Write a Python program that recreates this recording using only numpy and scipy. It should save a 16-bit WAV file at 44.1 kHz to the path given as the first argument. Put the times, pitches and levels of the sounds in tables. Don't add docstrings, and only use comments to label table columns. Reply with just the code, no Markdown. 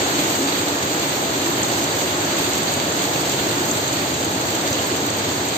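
import sys
import numpy as np
from scipy import signal
from scipy.fft import rfft, irfft, next_fast_len
from scipy.io import wavfile

SR = 44100
rng = np.random.default_rng(int(sys.argv[2]) if len(sys.argv) > 2 else 0)


def gain_from_decibels(decibels):
    exponent = np.asarray(decibels, float) / 20
    return 10 ** exponent


def int16_out(signal):
    q = np.round(np.clip(np.atleast_2d(signal).T, -1, 1) * 32767)
    wavfile.write(sys.argv[1], SR, q.astype(np.int16))


N = 245637
SIZE = next_fast_len(N)
HZ = np.maximum(np.arange(SIZE // 2 + 1) * SR / SIZE, 1)


def rms_one(x):
    return x / np.sqrt(np.mean(x ** 2) + 1e-20)


def in_time(rows):
    s, db = np.transpose(rows)
    return np.interp(np.arange(N) / SR, s, db)


def on_hz(rows):
    hz, *columns = np.transpose(rows)
    return gain_from_decibels([np.interp(np.log(HZ), np.log(hz), db) for db in columns])


def colour(x, gain):
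    return irfft(rfft(x, SIZE) * gain, SIZE)[..., :N]


def drift(rate):
    r = np.exp(-80 * np.pi * rate / SR)
    slow = signal.lfilter([1], [1, -2 * r, r * r], rng.standard_normal(N // 40 + 2002))[2000:]
    return np.interp(np.arange(N) / 40, np.arange(len(slow)), rms_one(slow))


def patter(per_s, spread_db, fade_ms):
    sizes = gain_from_decibels(2 * spread_db * np.minimum(rng.exponential(1, N), 4))
    power = sizes * (rng.random(N) < per_s / SR) + 1e-18
    power = signal.lfilter([1], [1, -np.exp(-1000 / (fade_ms * SR))], power)
    return power / power.mean()


def all_around():
    mic_gap_m, sound_m_per_s, left_lead_s = 0.16, 343, 0.00033
    first, other = rfft(rng.standard_normal((2, SIZE)))
    aimed = 0.26 * np.exp(-(HZ / 2200) ** 2)
    diffuse = (1 - aimed) * np.sinc(2 * HZ * mic_gap_m / sound_m_per_s)
    alike = 0.992 * (diffuse + aimed * np.exp(-2j * np.pi * HZ * left_lead_s))
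    second = alike * first + np.sqrt(1 - np.abs(alike) ** 2) * other
    return irfft([first, second], SIZE)[:, :N]


def splashing(shared, own, near_share, flicker_db):
    power = 1 - near_share + near_share * (0.71 * shared + 0.37 * own)
    return np.sqrt(power) * gain_from_decibels(flicker_db * drift(18))


def road(swing_db):
    # frequency in Hz, level in dB per Hz
    roar = [(15, -42), (32, -41.5), (42, -37), (65, -17.5), (90, -6), (135, -4), (210, -6.5), (500, -4.5),
            (650, -4.5), (900, -7.5), (1100, -15.5), (1430, -29), (2400, -100)]
    # time in seconds, lift of the bass in dB
    rumble = [
        (0.0, -2.5),
        (1.2, -1.8),
        (1.6, .3),
        (3.2, .3),
        (3.7, 2.2),
        (4.8, 1),
        (5.57, -0.5),
    ]
    roaring = rms_one(colour(all_around(), on_hz(roar)))
    bass = colour(roaring, 1 / (1 + (HZ / 190) ** 4))
    roaring = roaring + (gain_from_decibels(in_time(rumble)) - 1) * bass
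    return gain_from_decibels(-25.5 + 0.54 * swing_db) * roaring


def roof(swing_db):
    # frequency in Hz, width in Hz, level in dB
    modes = [(281.2, 33, 0), (342.6, 90, 1)]
    # middle in seconds, length in seconds, lift in dB
    sheets = [(0.01, .08, 1.5), (0.11, .06, -5), (0.21, .16, 4.5), (0.395, .05, 6), (0.53, 0.18, 5),
              (1.433, .2, 4), (1.674, 0.058, 0.5), (3.65, .15, 4), (4.1, .05, -1), (4.47, 0.07, -8.5),
              (4.58, .08, 1), (4.9, 0.18, 1.5)]
    ringing = sum(gain_from_decibels(db) / (1 + ((HZ - hz) / width) ** 2 * 4) for hz, width, db in modes)
    drumming = rms_one(colour(rng.standard_normal(N), ringing)) * gain_from_decibels([[0.3], [-0.3]])
    s, length, lift_db = np.transpose(sheets)[:, :, None]
    swell_db = lift_db * np.exp(-((np.arange(N) / SR - s) / length * 2) ** 2)
    level_db = -30.15 + 0.53 * swing_db + 0.77 * drift(7.0) + swell_db.sum(axis=0)
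    return gain_from_decibels(level_db) * drumming


def leaves(rain_db, shared, gust):
    # frequency in Hz, left level in dB, right level in dB
    hiss_rows = [(600, -23, -32), (847, -8, 1), (1190, 0.5, 0), (1620, -2.5, 0.95), (2620, -5, -3),
                 (3420, -4, -0.5), (4700, -4, -0.5), (9000, -3, 0)]
    edges_hz = [400, 2000, 4760, 6110, 7670, 10000]
    near_shares = [0.019, 0.19, 0.22, 0.22, 0.41]
    hiss = colour(all_around(), on_hz(hiss_rows))
    out = np.zeros((2, N))
    for low, high, near in zip(edges_hz[:-1], edges_hz[1:], near_shares):
        own = patter(120, spread_db=3.5, fade_ms=5.4)
        gain = splashing(shared, own, near, flicker_db=0.58)
        out += colour(hiss * gain * gust ** near, (HZ >= low) & (HZ < high))
    return gain_from_decibels(rain_db + 5.5) * rms_one(out)


def spray(swing_db, shared, gust):
    own = patter(90, spread_db=3.0, fade_ms=3)
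    gain = splashing(shared, own, near_share=0.24, flicker_db=0.6)
    mist = rms_one(colour(all_around() * gain * gust ** 0.8, HZ > 10000))
    return gain_from_decibels(-32 + 1.3 * swing_db) * mist


def edge_leaks():
    count, block, first_block = 36, 1024, 852
    edge_hz, reach_hz, line_hz = 8656, 55, SR / 2048
    when, far, strength = rng.random((count, 3)).T
    s = (first_block + block * np.floor(when ** 0.7 * (N // block))) / SR
    lines_up = np.minimum(np.floor(-np.log(far) * reach_hz / line_hz), 14)
    return list(zip(s, edge_hz + line_hz * lines_up, -55 - 12 * strength ** 2))


def leaks():
    # middle in seconds, frequency in Hz, level in dB
    inner = [(0.006, 9300, -64), (0.493, 9905, -66), (1.968, 9087, -55), (1.968, 9173, -55),
             (2.113, 10529, -66), (2.74, 9302, -55), (2.734, 9043, -60), (3.361, 9151, -58),
             (3.361, 9237, -59), (4.133, 8936, -54), (2.078, 8807, -55), (2.392, 8871, -57),
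             (2.438, 8871, -57), (3.036, 8871, -58), (3.17, 8850, -56), (3.57, 8828, -57),
             (3.715, 8871, -57), (4.592, 8893, -58), (5.474, 8850, -60)]
    out, n = np.zeros((2, N + 2048)), np.arange(2048)
    arch = np.sin(np.pi * n / 2048) ** 2
    for s, hz, level_db in [*inner, *edge_leaks()]:
        i = round(s * SR)
        tone = arch * np.sin(2 * np.pi * hz * n / SR)
        left_sign = -1 if hz < 8800 and rng.random() < 0.25 else 1
        out[:, i:i + 2048] += gain_from_decibels(level_db + 5.5) * tone * [[left_sign], [1]]
    return out[:, 1024:N + 1024]


def drops(rows, spread, fade_ms, tail, gain_db):
    tick = 5.3
    out, ms = np.zeros((2, N + 1300)), np.arange(1300) / SR * 1000
    fade = (1 - np.exp(-ms / 0.35)) * (np.exp(-ms / fade_ms) + tail * np.exp(-ms / 7))
    for s, peak_db, hz, pan_db in rows:
        band = signal.butter(2, [hz / spread, hz * spread], "band", fs=SR, output="sos")
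        splash = rng.standard_normal((2, len(ms))) * fade
        burst = signal.sosfilt(band, splash - tick * (ms == 0))
        burst = burst / np.abs(burst).max(axis=1, keepdims=True)
        level = gain_from_decibels(min(peak_db, -9.5) + gain_db) * gain_from_decibels([[pan_db / 2], [-pan_db / 2]])
        i = round(s * SR)
        out[:, i:i + len(ms)] += level * burst
    return out[:, :N]


def spits():
    # start in seconds, peak in dB
    bursts = [(0.2274, -26), (0.3581, -31), (0.9951, -23), (1.6167, -24), (1.6836, -27), (1.9694, -25),
              (2.4947, -22), (2.5825, -25), (2.8454, -25.5), (3.2939, -21.5), (3.681, -26), (4.0143, -24),
              (4.2038, -25.5), (4.2517, -24), (4.2946, -26), (4.4538, -24.5), (4.5027, -21),
              (4.5471, -24.5), (4.7062, -21.5), (4.8708, -21.5), (4.9596, -26), (5.0644, -23.5),
              (5.1696, -21), (5.4545, -25)]
    rows = [(s, peak_db, 13400, -3.5) for s, peak_db in bursts]
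    return drops(rows, spread=1.2, fade_ms=1.5, tail=0.3, gain_db=4.5)


def plops():
    # start in seconds, peak in dB, pitch in Hz, left-over-right in dB
    hits = [
        (0.5216, -18.5, 4000, -5),
        (2.6802, -14, 4530, -7),
        (3.0505, -18, 4610, -5),
        (3.1582, -17.5, 2560, -4.5),
        (3.4924, -18, 4240, -3),
        (4.0138, -20.5, 2390, -10),
        (4.671, -23, 1680, -2),
        (4.7875, -14, 3000, -2),
    ]
    return drops(hits, spread=1.07, fade_ms=5.0, tail=0.5, gain_db=-4)


def slaps():
    # start in seconds, peak in dB, pitch in Hz, left-over-right in dB
    hits = [
        (2.8, -14.5, 4000, -4),
        (2.8, -12, 3200, -3.5),
        (3.3900, -13, 2100, -5),
        (1.6185, -15, 2200, -3.5),
    ]
    return drops(hits, spread=1.7, fade_ms=1.5, tail=0.2, gain_db=-0.5)


def drips():
    # start in seconds, peak in dB, pitch in Hz, left-over-right in dB
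    hits = [(1.6315, -9, 6770, 4), (1.683, -20, 7530, 3), (1.8412, -13.5, 6600, 1.0),
            (2.0203, -18, 6750, 1), (2.2488, -18.5, 6560, 2.0), (2.3351, -18, 6270, -0.5),
            (2.368, -14, 7590, -4), (2.5336, -11.5, 6410, 1), (2.6314, -18, 6800, -5),
            (2.7382, -11, 7440, -3.5), (2.9223, -15, 6820, -0.5), (3.05, -16.5, 6220, -3),
            (3.276, -17, 6850, 1.5), (3.2954, -12, 6650, -1), (3.3169, -16, 6760, -0.5),
            (3.3378, -18.5, 6710, -1), (3.713, -10, 7600, 4), (3.8791, -12.5, 7450, 2),
            (3.9285, -15, 6610, -1.5), (4.141, -15, 6700, -4), (4.2448, -15, 6830, -1.0),
            (4.4119, -14, 7630, -0.5), (4.4687, -17, 7600, 0.5), (4.5513, -13, 6780, -0.5),
            (4.7293, -10.5, 6190, -1.5), (4.7985, -19, 6900, -3), (4.8454, -19.5, 7620, -0.5),
            (5.102, -14, 6780, -1), (5.4869, -15, 7540, 6)]
    return drops(hits, spread=1.19, fade_ms=2.6, tail=0.45, gain_db=1.5)


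def scene():
    # time in seconds, level in dB
    downpour = [(0.0, -25), (0.5, -26.5), (0.9, -27), (1.5, -26.5), (2.6, -26.5), (3.3, -26.5),
                (4.0, -27.5), (4.4, -28), (4.75, -26.5), (5.1, -28), (5.57, -28)]
    rain_db = in_time(downpour)
    swing_db = rain_db - rain_db.mean()
    shared = patter(150, spread_db=3.5, fade_ms=5.8)
    gust = gain_from_decibels(1.2 * drift(9.7))
    far = road(swing_db) + roof(swing_db)
    trees = leaves(rain_db, shared, gust) + spray(swing_db, shared, gust)
    close = spits() + plops() + slaps() + drips()
    return far + trees + close


def low_pass(x):
    return signal.sosfilt(signal.butter(12, 16000, fs=SR, output="sos"), x)


def record(dry):
    # lower edge in Hz, left and right level in dB, left and right slope in dB per kHz
    stairs = [(4745, -8, -7.5, 3.5, -1.7), (6144, 0, -1, 1.5, 1.2), (6930, -3, -5.5, 11, 5.5),
              (7606, -2, -6.5, -0.5, -0.5), (8514, -12, -11, -90, -91), (8500, -92, -89, 0, -3),
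              (11600, -2, 0, 0, -.5), (12920, -3, 2.5, 1, -0.9), (15440, -21, -23, -46, -45.5),
              (15860, -89.5, -89, 1, -.1)]
    gain = np.ones((2, len(HZ)))
    for hz, left_db, right_db, left_slope, right_slope in stairs:
        above = HZ >= hz
        khz_up = (HZ[above] - hz) / 1000
        gain[:, above] = gain_from_decibels([left_db + left_slope * khz_up, right_db + right_slope * khz_up])
    mix = colour(dry, gain) + leaks()
    return low_pass(mix)


dry = scene()
out = record(dry)
int16_out(out)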